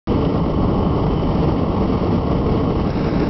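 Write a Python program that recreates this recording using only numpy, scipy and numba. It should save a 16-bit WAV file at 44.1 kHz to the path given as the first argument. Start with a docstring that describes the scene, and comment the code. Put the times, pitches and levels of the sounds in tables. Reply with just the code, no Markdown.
"""Hot-air balloon burner

A propane burner roars just above the basket, cutting in at full blast. Turbulent eddies are noise with
fluttering level, coloured by the burner's broad resonances; the gas jet is grainy hiss with a faint unsteady
whistle. Metal ticks early and one late sputter are decaying noise bursts. Near the end the whole sound turns
brighter. A small recorder holds the peaks down and cuts the top."""
import sys
import numpy as np
from scipy import signal
from scipy.fft import rfft, irfft, next_fast_len
from scipy.io import wavfile
from scipy.ndimage import uniform_filter1d, map_coordinates
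from numba import njit

SR = 44100
rng = np.random.default_rng(int(sys.argv[2]) if len(sys.argv) > 2 else 0)


def bounce(signal):
    """Save signal as a 16-bit WAV file at the path given by the first command-line argument."""
    frames = np.transpose(np.atleast_2d(signal))
    limited = np.clip(frames, -1, 1)
    pcm = np.round(limited * 32767).astype(np.int16)
    wavfile.write(sys.argv[1], SR, pcm)


N = 145089

# broad resonances around the burner: (centre [Hz], width [Hz], lift [dB])
BURNER_RESONANCES = [(186, 54, 3.5), (285.4, 42, 6), (330, 28, 4), (444, 70, 5), (580, 38, 3), (806, 24, 5),
                     (893, 65, 4), (1083, 99, 5.5), (1225, 16, 1), (1600, 70, 2.5), (2020, 140, 3.5),
                     (2220, 120, 4.5), (3300, 100, 3.5), (3800, 88, 1.5), (4420, 250, 4), (4810, 170, 2.5),
                     (5110, 160, 0)]


def undb(db):
    """Decibels to gain."""
    return 10 ** (np.asarray(db) / 20)


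def unit(x):
    """Scale to rms 1."""
    return x / np.sqrt(np.mean(x ** 2))


def curve(table):
    """Each column of a table as a line through time."""
    rows = np.array(table, float).T
    t = np.arange(N) / SR
    return [np.interp(t, rows[0], col) for col in rows[1:]]


def colour(x, points, peaks=()):
    """Filter by (frequency [Hz], gain [dB]) points, with bell-shaped resonances on top."""
    size = next_fast_len(N)
    f_hz = np.maximum(np.fft.rfftfreq(size, 1 / SR), 1)
    point_hz, point_db = np.array(points, float).T
    gain_db = np.interp(np.log(f_hz), np.log(point_hz), point_db)
    for centre_hz, width_hz, lift_db in peaks:
        gain_db = gain_db + lift_db * np.exp(-2 * ((f_hz - centre_hz) / width_hz) ** 2)
    return irfft(rfft(x, size) * undb(gain_db), size)[:N]


def ring_twice(x, hz, width_hz):
    """Two equal resonators in series."""
    b, a = signal.iirpeak(hz, hz / width_hz, fs=SR)
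    return signal.lfilter(b, a, signal.lfilter(b, a, x))


def noise():
    """White noise."""
    return rng.standard_normal(N)


def walk(rate_per_s):
    """Smooth random curve through rate_per_s new values a second; rms 1."""
    position = np.arange(N) / SR * rate_per_s
    return unit(map_coordinates(rng.standard_normal(4096), [position], order=3, mode="mirror"))


def burst(start_s, decay_s):
    """Sudden rise and exponential fall."""
    age_s = np.arange(N) / SR - start_s
    return (age_s >= 0) * np.exp(-np.maximum(age_s, 0) / decay_s)


@njit
def follow(x, release):
    """Peak follower: instant rise, slow fall."""
    out, e = np.empty(len(x)), 0.
    for i in range(len(x)):
        e = max(abs(x[i]), e * release)
        out[i] = e
    return out


def flutter():
    """Level flutter [dB] of the burner: slow surges plus quick puffs."""
    surge_per_s, surge_rms_db = 47, .5
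    puff_per_s, puff_rms_db = 120, 1.45
    return surge_rms_db * walk(surge_per_s) + puff_rms_db * walk(puff_per_s)


def flame(flutter_db, level_db):
    """Turbulent combustion: the roar puffs with the eddies, its deep rumble is steadier."""
    # roar spectrum: (frequency [Hz], relative density [dB per Hz])
    roar_spectrum = [(12, -16), (30, -3.5), (58, 0), (110, -2), (160, -1.5), (240, -5), (385, -9.5),
                     (540, -12.5), (730, -15.5), (980, -19.5), (1220, -21.5), (1390, -27), (1510, -43.5),
                     (2500, -55.5)]
    rumble_hz, trim_db = 220, 6
    flutter_share, swell_share = 0.41, 0.56  # of the dB swings, in the rumble
    mean_db = np.mean(level_db)
    swell_db = level_db - mean_db
    eddies = noise()
    lowpass = signal.butter(2, rumble_hz, fs=SR, output="sos")
    deep = signal.sosfiltfilt(lowpass, eddies)
    rumble = deep * undb(flutter_share * flutter_db + swell_share * swell_db)
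    puffs = (eddies - deep) * undb(flutter_db + swell_db)
    return undb(trim_db + mean_db) * unit(colour(rumble + puffs, roar_spectrum, BURNER_RESONANCES))


def gas_hiss(flutter_db, level_db):
    """Gas hisses from the nozzles with a fine grain, sharing most of the flame's flutter."""
    # hiss spectrum: (frequency [Hz], relative density [dB per Hz])
    hiss_spectrum = [(700, -9), (1500, -1), (1700, -2.5), (1850, 2.5), (2100, 0), (2530, -1.5), (2770, 3.5),
                     (2980, 1.5), (3400, -4), (3650, -6), (4150, -7.5), (4700, -7), (5270, -4.5),
                     (5450, -7), (6300, -14.5)]
    flutter_share, grain_rms_db, grain_per_s = .8, 0.5, 500
    stream = noise() * undb(flutter_share * flutter_db + grain_rms_db * walk(grain_per_s))
    return undb(level_db) * unit(colour(stream, hiss_spectrum, BURNER_RESONANCES))


def jet_whistle():
    """The jet's faint whistle: narrow-band noise of wavering level."""
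    # whistle level: (time [s], level [dB])
    whistle_level = [(.07, -46), (.25, -53), (.55, -50.5), (.75, -47), (1.05, -50), (1.23, -45.5),
                     (1.5, -54.5), (2.3, -53.5), (2.85, -50), (3.0, -64.5)]
    hz, width_hz = 3040, 160  # width of each resonator
    waver_rms_db, waver_per_s = 1, 25
    tone = ring_twice(noise(), hz, width_hz)
    wavering = unit(tone * undb(waver_rms_db * walk(waver_per_s)))
    return wavering * undb(curve(whistle_level)[0])


def metal_ticks():
    """Light metallic ticks: resonant noise dying away in milliseconds."""
    # ticks: (time [s], level [dB])
    tick_events = [(0.228, -39), (0.25, -32.5)]
    hz, width_hz, decay_s = 3030, 700, 0.0059
    metal = unit(ring_twice(noise(), hz, width_hz))
    return metal * sum(undb(db) * burst(start_s, decay_s) for start_s, db in tick_events)


def sputter():
    """One short sputter of the flame: a coloured noise burst."""
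    # the sputter: (time [s], level [dB], decay [s])
    start_s, level_db, decay_s = (2.903, -31.5, 0.0044)
    spectrum = [(300, -7), (1200, 0.5), (3000, -16.5), (5200, -1), (7000, -30)]  # (Hz, dB)
    return unit(colour(noise(), spectrum)) * undb(level_db) * burst(start_s, decay_s)


def brighten(burner):
    """Crossfade to a brighter colour near the end."""
    # change of colour: (frequency [Hz], gain [dB])
    bright_colour = [(60, 0), (290, 1), (640, -0.5), (820, 1), (1130, -2.5), (1350, 2), (1550, 8.5),
                     (1730, 6), (1900, -0.5), (2150, 2), (2500, 2.5), (3100, -5), (3400, -2.5), (3850, 5.5),
                     (4550, -2), (5150, 4), (5700, 1.5)]
    start_s, rise_s = 2.84, 0.11
    share = np.clip((np.arange(N) / SR - start_s) / rise_s, 0, 1)
    return (1 - share) * burner + share * colour(burner, bright_colour)


def scene():
    """Flame and hiss share one flutter; everything cuts in at once."""
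    # burner level: (time [s], roar level before trim [dB], hiss level [dB])
    burner_level = [(.08, -23, -39), (.17, -20, -41.5), (.21, -23.5, -40), (.26, -21.5, -41.5),
                    (.38, -22.5, -41.5), (.41, -24.5, -45.5), (.48, -24.5, -43), (.53, -24.5, -44),
                    (.6, -23, -43.5), (.69, -21.5, -42), (.82, -23.5, -44), (1.0, -22, -42),
                    (1.25, -24, -42), (1.46, -21.5, -38.5), (1.555, -22, -44), (1.585, -24.5, -39.5),
                    (1.63, -22.5, -42.5), (1.68, -24.5, -44), (1.73, -22, -41.5), (1.9, -23, -40.5),
                    (2.14, -22, -40.5), (2.2, -24, -42.5), (2.33, -22.5, -40), (2.39, -24.5, -43.5),
                    (2.54, -23, -40.5), (2.58, -23.5, -40.5), (2.65, -21.5, -42), (2.84, -24, -41),
                    (2.93, -26, -41), (3.07, -22.5, -36.5), (3.12, -25.5, -40), (3.22, -22, -37),
                    (3.29, -22.5, -38.5)]
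    start_s = .0722
    roar_db, hiss_db = curve(burner_level)
    flutter_db = flutter()
    burner = flame(flutter_db, roar_db) + gas_hiss(flutter_db, hiss_db) + jet_whistle()
    mix = brighten(burner) + metal_ticks() + sputter()
    return (mix * (np.arange(N) / SR >= start_s))[None]


def record(dry):
    """A fast limiter holds the peaks; a steep low-pass cuts the top."""
    drive_db, limit_db, release_s, top_hz = .5, -8.5, 0.011, 5600
    x = dry[0] * undb(drive_db)
    peak = follow(x, np.exp(-1 / (release_s * SR)))
    gain = (1 + (peak / undb(limit_db)) ** 8) ** (-1 / 8)  # soft knee
    held = x * uniform_filter1d(gain, size=40)
    lowpass = signal.ellip(8, .3, 80, top_hz, fs=SR, output="sos")
    return signal.sosfilt(lowpass, held)[None]


dry = scene()
out = record(dry)
bounce(out)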